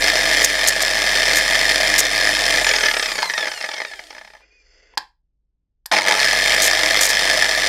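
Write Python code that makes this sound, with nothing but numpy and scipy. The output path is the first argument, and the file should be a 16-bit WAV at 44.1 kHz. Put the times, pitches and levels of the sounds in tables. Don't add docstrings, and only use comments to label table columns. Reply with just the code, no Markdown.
import sys
import numpy as np
from scipy import signal
from scipy.io import wavfile

SR = 44100
rng = np.random.default_rng(int(sys.argv[2]) if len(sys.argv) > 2 else 0)


def log_audio(samples):
    frames = np.atleast_2d(samples).T
    limited = np.clip(frames, -1, 1)
    pcm = np.round(limited * 32767).astype(np.int16)
    wavfile.write(sys.argv[1], SR, pcm)


N = 338688
T = np.arange(N) / SR
POWER_OFF_S, POWER_ON_S = 2.63, 5.914
GEAR_RATIO = 3.27
MAINS_BEAT_HZ = 100
CUTOFF_HZ = 16600


def from_db(db):
    return 10 ** (np.asarray(db) / 20)


def rms_one(x):
    return x / np.sqrt(np.mean(x ** 2) + 1e-20)


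def in_time(rows, outside=-150):
    s, *columns = np.transpose(rows)
    return np.array([np.interp(T, s, c, left=outside, right=outside) for c in columns])


def drift(rate):
    r = np.exp(-2 * np.pi * rate / SR)
    slow = signal.lfilter([1], [1, -2 * r, r * r], rng.standard_normal(N + 20000))
    return rms_one(slow[20000:])


def resonances(x, modes):
    out = 0
    for k, (hz, width_hz, level_db) in enumerate(modes):
        r = np.exp(-np.pi * width_hz / SR)
        poles = [1, -2 * r * np.cos(2 * np.pi * hz / SR), r * r]
        zeros = [(1 - r * r) / 2, 0, (r * r - 1) / 2]
        out = out + (-1) ** k * from_db(level_db) * signal.lfilter(zeros, poles, x)
    return out


def dying(clicks, t60, rise=0.00071):
    r = np.exp(-1 / (rise * SR))
    decay = signal.lfilter([1], [1, -from_db(-60 / (t60 * SR))], clicks + 1e-18)
    return signal.lfilter([1 - r], [1, -r], decay)


def once_a_cycle(phase):
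    return np.diff(np.floor(np.maximum.accumulate(phase) / (2 * np.pi)), prepend=0) > 0


# level in dB at full speed,
# dB lost when power is cut, dB lost per halving of speed.
WHIRR = [(-19.5, 6, 8), (-21, 5, 6), (-30, -1, 9)]
# time in seconds, level in dB over running level.
START_UP = [(5.914, 1), (5.97, -2.5), (5.99, 1), (6.008, -3.5), (6.05, -5.5), (6.076, 2), (6.16, 3.5),
            (6.3, 3)]


def whirr_db(speed):
    halvings = np.log2(150 / np.clip(speed, .01, 150))
    start_db = np.interp(T, *np.transpose(START_UP)) * (T > POWER_ON_S)
    coasting = (T >= POWER_OFF_S) & (T <= POWER_ON_S)
    return np.array([full_db + start_db - coasting * (cut_db + halving_db * halvings)
                     for full_db, cut_db, halving_db in WHIRR])


def rattle(turns, powered):
    by_current = powered * once_a_cycle(2 * np.pi * MAINS_BEAT_HZ * T + 1.1 * drift(40))
    by_turn = once_a_cycle(turns + .9 * drift(60))
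    pad_db = 2.5 * np.cos(turns / GEAR_RATIO + 1.4 * drift(6.5))
    sizes = from_db(pad_db + np.clip(rng.normal(0, 2.5, N), -9, 4))
    return rms_one(dying((by_current + .4 * by_turn) * sizes, t60=.011, rise=.001))


# multiple of the bar rate, relative level in dB under power,
# relative level in dB coasting.
BAR_TONES = [(1, -3, 0), (2, -2, 1), (3, 4, -1), (4, 3, -2), (5, 0, -2), (6, 0, -3), (7, -2, -3),
             (8, -3, -4), (9, -5, -5), (10, -6, -6)]
BARS = 24
COASTING_FLICKER_DB = 2


def commutator_whine(speed, turns, powered, surge):
    uneven = 1 + 0.4 * np.cos(turns + 3 * drift(7.0))
    waver = turns + 0.0067 * drift(46)
    tones = 0
    for multiple, tone_db, coasting_db in BAR_TONES:
        level_db = np.where(powered, tone_db, coasting_db + 3.1 * drift(12)) + 1.6 * drift(2.7)
        audible = multiple * BARS * speed < CUTOFF_HZ
        tones = tones + from_db(level_db) * np.cos(round(multiple) * BARS * waver) * audible
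    fade = np.clip(speed / 48, 0, 1) ** 2 * (1 - surge) ** 4
    return uneven * tones * fade * from_db(COASTING_FLICKER_DB * drift(30) * ~powered)


# multiple of the turning rate, level in dB under power at full speed.
ORDERS = [(1, -48), (2, -44), (8, -71.5), (11, -30.5), (12, -29), (14, -33.5), (16, -36), (28, -52.5),
          (32, -56)]
COASTING_ORDERS_DB = -6
PAD_DB = -38


def rotation_tones(speed, turns, powered):
    fast = np.sqrt(2) * (speed / 150) ** 2.1
    out = 0
    for multiple, level_db in ORDERS:
        level_db = level_db + COASTING_ORDERS_DB * ~powered + 2.1 * drift(29)
        out = out + fast * from_db(level_db) * np.sin(round(multiple) * turns + 1.0 * drift(7.7))
    return out + fast * (speed / 150) ** 2.5 * from_db(PAD_DB) * np.sin(turns / GEAR_RATIO)


# multiple of the current beat, level in dB at full speed.
BUZZ_LINES = [(1, -57), (2, -53.5), (3, -51.5), (5, -45)]
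SURGE_DB = 7


def winding_buzz(powered, surge):
    out = 0
    for multiple, level_db in BUZZ_LINES:
        level = powered * from_db(level_db + SURGE_DB * surge + 2.6 * drift(24))
        out = out + np.sqrt(2) * level * np.sin(2 * np.pi * round(multiple) * MAINS_BEAT_HZ * T)
    return out


# time in seconds, speed in turns per second.
SPEED = [(0, 150.2), (2.63, 150.2), (2.82, 131), (2.98, 114), (3.14, 98), (3.38, 75.5), (3.54, 61.5),
         (3.7, 49.5), (3.9, 37), (4.2, 20), (4.4, 8), (4.45, .01), (5.91, .01), (6.05, 70), (6.2, 130),
         (6.3, 150.8), (7.68, 150.2)]
# frequency in Hz, width in Hz, relative level in dB.
HOUSING = [(334, 380, -13), (622.6, 137, 0.5), (898.4, 290, -8), (1212, 180, -6), (1740, 113, 6),
           (2054, 300, 2.5), (2582, 410, -9)]
GEAR_CASE = [(3200, 322, -1.5), (3690, 160, -1), (4230, 180, -1), (4717, 220, -1.5), (5224, 199, 1.5),
             (5970, 210, -3)]
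TREBLE = [(6970, 1100, 2), (9140, 650, 4), (10050, 3200, -5.5), (13170, 1500, -10), (14300, 1300, -15)]
KNOCK_BODY = [(584, 110, -10), (877, 169, -4)]
KNOCK_DULLING_DB = (0.5, 2.5, 5)
RATTLE_DB, COASTING_RATTLE_DB = 8, 2
COASTING_WHINE_DB = (2, 2, -1)
GROWL_DB = -12.5
BODY_DB, BODY_HALVING_DB = 14, 1.5
KNOCK_COLOUR_DB = 1.8
KNOCK_T60_S = .025


def motor():
    speed, = in_time(SPEED)
    turns = 2 * np.pi * np.cumsum(speed) / SR
    powered = (T < POWER_OFF_S) | (T > POWER_ON_S)
    mains = powered * np.cos(2 * np.pi * MAINS_BEAT_HZ * T)
    surge = powered * np.clip(1 - speed / 150, 0, 1)
    halvings = np.log2(150 / np.clip(speed, 8, 150))
    levels_db = whirr_db(speed)
    rattle_db = np.where(powered, RATTLE_DB, COASTING_RATTLE_DB)
    white = rng.standard_normal(N)
    chatter = rattle(turns, powered)
    whine = commutator_whine(speed, turns, powered, surge)

    knock_shapes = dying(knock_clicks(speed, turns, powered), t60=KNOCK_T60_S, rise=0.00082)
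    knocks = from_db(-5.0) * knock_shapes * rng.standard_normal(N)
    growl_db = GROWL_DB + 8.5 * mains + levels_db[0] - WHIRR[0][0]
    growl = from_db(growl_db) * np.sqrt(surge) * white
    full_knocks = knocks * from_db(BODY_HALVING_DB * halvings)
    out = resonances(full_knocks + growl, KNOCK_BODY) * from_db(BODY_DB)

    parts = zip((HOUSING, GEAR_CASE, TREBLE), levels_db, (2, 6, -4), (-12, -18, -13), (-1, -2, -20),
                COASTING_WHINE_DB, KNOCK_DULLING_DB)
    for modes, level_db, grip_db, whine_db, knock_db, coast_db, dull_db in parts:
        grip = from_db(rattle_db + grip_db)
        shake = white * (1 + grip * chatter) / (1 + grip)
        duller_db = -dull_db * halvings * ~powered + KNOCK_COLOUR_DB * drift(25)
        drive = from_db(level_db) * (shake + from_db(whine_db + coast_db * ~powered) * whine)
        drive += from_db(knock_db + duller_db) * knocks
        out += resonances(drive, modes) / resonances(white, modes).std()
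    out += rotation_tones(speed, turns, powered) + winding_buzz(powered, surge)
    return out, turns


# time in seconds, level in dB.
HUM = [(3.0, -60), (3.5, -61), (3.76, -80), (3.95, -64), (4.57, -67), (4.66, -58), (5.13, -70), (5.25, -68),
       (5.67, -79.5), (6.15, -48.5)]
# frequency in Hz, relative level in dB.
HUM_LINES = [(30, 1), (50, 0.5)]
FLOOR_DB = -77


def background():
    level_db, = in_time(HUM)
    hum = sum(from_db(line_db + 1.9 * drift(3.5)) * np.sin(2 * np.pi * hz * T) for hz, line_db in HUM_LINES)
    rumble = signal.lfilter([1], [1, -1.97, .9702], rng.standard_normal(N))
    return from_db(level_db) * hum + from_db(FLOOR_DB) * rms_one(rumble)


# start in seconds, length in seconds, rise in seconds, level in dB.
TOUCHES = [(0.077, 0.011, 0.0045, -37), (0.427, 0.0044, .003, -14), (0.441, 0.012, 0.0069, -9.5),
           (0.671, 0.023, 0.0059, -11), (0.815, 0.0095, 0.0063, -6), (1.347, 0.041, 0.015, -19.5),
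           (1.98, 0.027, 0.004, -10.5), (6.617, 0.062, 0.0018, -13.5), (7.008, 0.061, .002, -12.5),
           (7.086, 0.023, 0.0056, -14)]
# frequency in Hz, width in Hz, relative level in dB.
GRIT = [(4200, 7100, -6), (6730, 1700, 2), (9000, 1200, -7), (12000, 2500, -7.5), (14500, 4300, -20.5)]


def sanding(turns):
    press = 0
    for s, length, rise, level_db in TOUCHES:
        release = np.exp(-np.clip(T - s - length, 0, 1) / 0.0025)
        press = press + from_db(level_db) * np.clip((T - s) / rise, 0, 1) * release
    throb = from_db(3.5 * np.cos(2 * turns / GEAR_RATIO) + 2.5 * drift(120))
    return press * rms_one(resonances(throb * rng.standard_normal(N), GRIT))


# time in seconds, relative strength in dB.
KNOCKS = [(3.407, -12), (3.454, -11.5), (3.48, -10.5), (3.607, -22), (3.624, -15), (3.639, -12),
          (3.688, -9.5), (3.714, -16), (3.737, -17), (3.779, -17), (3.801, -11.5), (3.816, -11.5),
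          (3.848, -13), (3.9, -25), (3.913, -20), (3.934, -18), (3.991, -16.5), (4.105, -19.5),
          (4.126, -25), (4.148, -23), (4.164, -25), (4.18, -19), (4.211, -22), (4.247, -26.5),
          (4.274, -26.5), (4.301, -30.5), (4.334, -27.5), (4.349, -28), (4.366, -34.5), (4.406, -41),
          (5.914, -4.5), (5.924, -8), (5.935, -0.5), (5.945, -8), (5.964, -1), (5.983, -2.5), (6.104, -40)]
SLAM_ANGLE, SLAM_DB, SLAM_HALVING_DB, SLAM_SPREAD_DB = .48, -4, 7, 1.5
SLAM_ENDS_TURNS_PER_S = 56
STRAYS_PER_S, STRAY_DB, STRAYS_END_TURNS_PER_S = 70, -9, 45


def knock_clicks(speed, turns, powered):
    pad_phase = turns / GEAR_RATIO - 2 * np.pi * SLAM_ANGLE + .25 * drift(30)
    in_step = once_a_cycle(pad_phase) * (speed > SLAM_ENDS_TURNS_PER_S)
    strays = (rng.random(N) < STRAYS_PER_S / SR) * from_db(STRAY_DB) * (speed > STRAYS_END_TURNS_PER_S)
    size_db = SLAM_DB - SLAM_HALVING_DB * np.log2(150 / speed) + SLAM_SPREAD_DB * rng.standard_normal(N)
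    clicks = ~powered * (in_step + strays) * from_db(size_db)
    for s, strength_db in KNOCKS:
        clicks[round(s * SR)] = from_db(strength_db)
    return clicks


# time in seconds,
# relative strength in dB, brightness in dB per octave about 2 kHz.
SNAPS = [(3.229, -10.5, -3), (4.938, -51, -9), (4.9734, -19, -6.5), (4.9771, -14.5, 1.5), (5.8584, -30, -1),
         (5.8614, -50.5, 17)]
# frequency in Hz, width in Hz, relative level in dB.
CASING = [(280, 220, -26.5), (913, 86, 5.5), (1640, 152, 5.5), (1820, 320, 1.5), (3370, 770, -3),
          (4200, 610, 0.5), (4960, 400, 4), (7700, 1800, -14.5), (11800, 1000, -18.5)]


def snaps():
    out = np.zeros(N)
    at = [round(row[0] * SR) for row in SNAPS]
    _, strength_db, brightness_db = np.transpose(SNAPS)
    white = rng.standard_normal(N)
    for k, mode in enumerate(CASING):
        clicks = np.zeros(N)
        clicks[at] = from_db(strength_db + brightness_db * np.log2(mode[0] / 2000))
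        drive = from_db(29.5) * clicks
        drive += white * from_db(3) * dying(clicks, t60=0.033, rise=0.00037)
        drive += white * from_db(-32.0) * dying(clicks, t60=0.032)
        out += (-1) ** k * resonances(drive, [mode])
    return out


# time in seconds, dull part in dB, thin part in dB.
SCRAPE = [(4.4, -56.5, -69), (4.486, -64, -67), (4.596, -68, -65), (4.64, -65.5, -64), (4.75, -59, -60),
          (4.926, -59.5, -66), (4.942, -55, -75), (4.955, -63, -58)]
# frequency in Hz, width in Hz, relative level in dB for one pass.
SCRAPE_DULL = [(417, 290, -2), (1520, 350, -3), (2020, 320, 0), (2770, 330, -3), (3420, 320, -5.5)]
SCRAPE_THIN = [(4500, 360, -1), (5100, 390, 0), (6100, 480, -3.5), (7300, 410, -6.5)]


def scrape():
    grain = from_db(1.2 * drift(40)) * rng.standard_normal(N)
    parts = [rms_one(resonances(resonances(grain, modes), modes)) for modes in (SCRAPE_DULL, SCRAPE_THIN)]
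    return np.sum(from_db(in_time(SCRAPE)) * parts, axis=0)


# start in seconds, length in seconds, top frequency in Hz, level in dB.
SQUEAKS = [(4.406, 0.036, 2480, -58), (4.496, 0.12, 2510, -60)]
SQUEAK_ATTACK_S, SQUEAK_RELEASE_S, SQUEAK_TOP_S = .015, 0.011, .038
SQUEAK_CLIMB_HZ_PER_S, SQUEAK_SAG_HZ_PER_S, SQUEAK_WAVER_HZ = 4000, 1600, 25


def squeak():
    out = 0
    for s, length, top_hz, level_db in SQUEAKS:
        past_top = T - s - SQUEAK_TOP_S
        slope = np.where(past_top < 0, -SQUEAK_CLIMB_HZ_PER_S, SQUEAK_SAG_HZ_PER_S)
        hz = top_hz - slope * np.clip(past_top, -.1, .3) + SQUEAK_WAVER_HZ * drift(30)
        attack = np.clip((T - s) / SQUEAK_ATTACK_S, 0, 1) ** 2
        release = np.exp(-np.clip(T - s - length, 0, 1) / SQUEAK_RELEASE_S)
        out = out + from_db(level_db) * attack * release * np.sin(2 * np.pi * np.cumsum(hz) / SR)
    return np.sqrt(2) * from_db(1.5 * drift(23)) * out


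SHOP_T60_S, SHOP_DB = 0.2, -15.5


def shop(x):
    t = np.arange(SR // 2) / SR
    tail = rng.standard_normal(len(t)) * from_db(-60 * t / SHOP_T60_S) * (t > .004)
    tail = signal.lfilter([1], [1, -.8], tail)
    return signal.fftconvolve(x, tail / np.sqrt(np.sum(tail ** 2)))[:N]


def scene():
    running, turns = motor()
    tool = running + sanding(turns) + snaps() + scrape() + squeak()
    return (tool + from_db(SHOP_DB) * shop(tool) + background())[None]


GAIN_THRESHOLD_DB, GAIN_WINDOW_S, GAIN_ATTACK_S, GAIN_RECOVERY_DB_PER_S = -14, 0.034, .012, 7.5


def gain_control(x):
    size = round(GAIN_WINDOW_S * SR)
    power = signal.lfilter([1], [1, -1], x ** 2 - np.pad(x ** 2, (size, 0))[:N]) / size
    over_db = np.clip(10 * np.log10(np.abs(power) + 1e-12) - GAIN_THRESHOLD_DB, 0, 30)
    recovery_db = GAIN_RECOVERY_DB_PER_S * T
    held_db = np.maximum.accumulate(over_db + recovery_db) - recovery_db
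    r = np.exp(-1 / (GAIN_ATTACK_S * SR))
    return x * from_db(-signal.lfilter([1 - r], [1, -r], held_db))


def record(dry):
    evened = gain_control(dry[0])[None]
    rounded = .9 * np.tanh(evened / .9)
    return signal.sosfilt(signal.cheby2(16, 80, CUTOFF_HZ, fs=SR, output="sos"), rounded)


dry = scene()
out = record(dry)
log_audio(out)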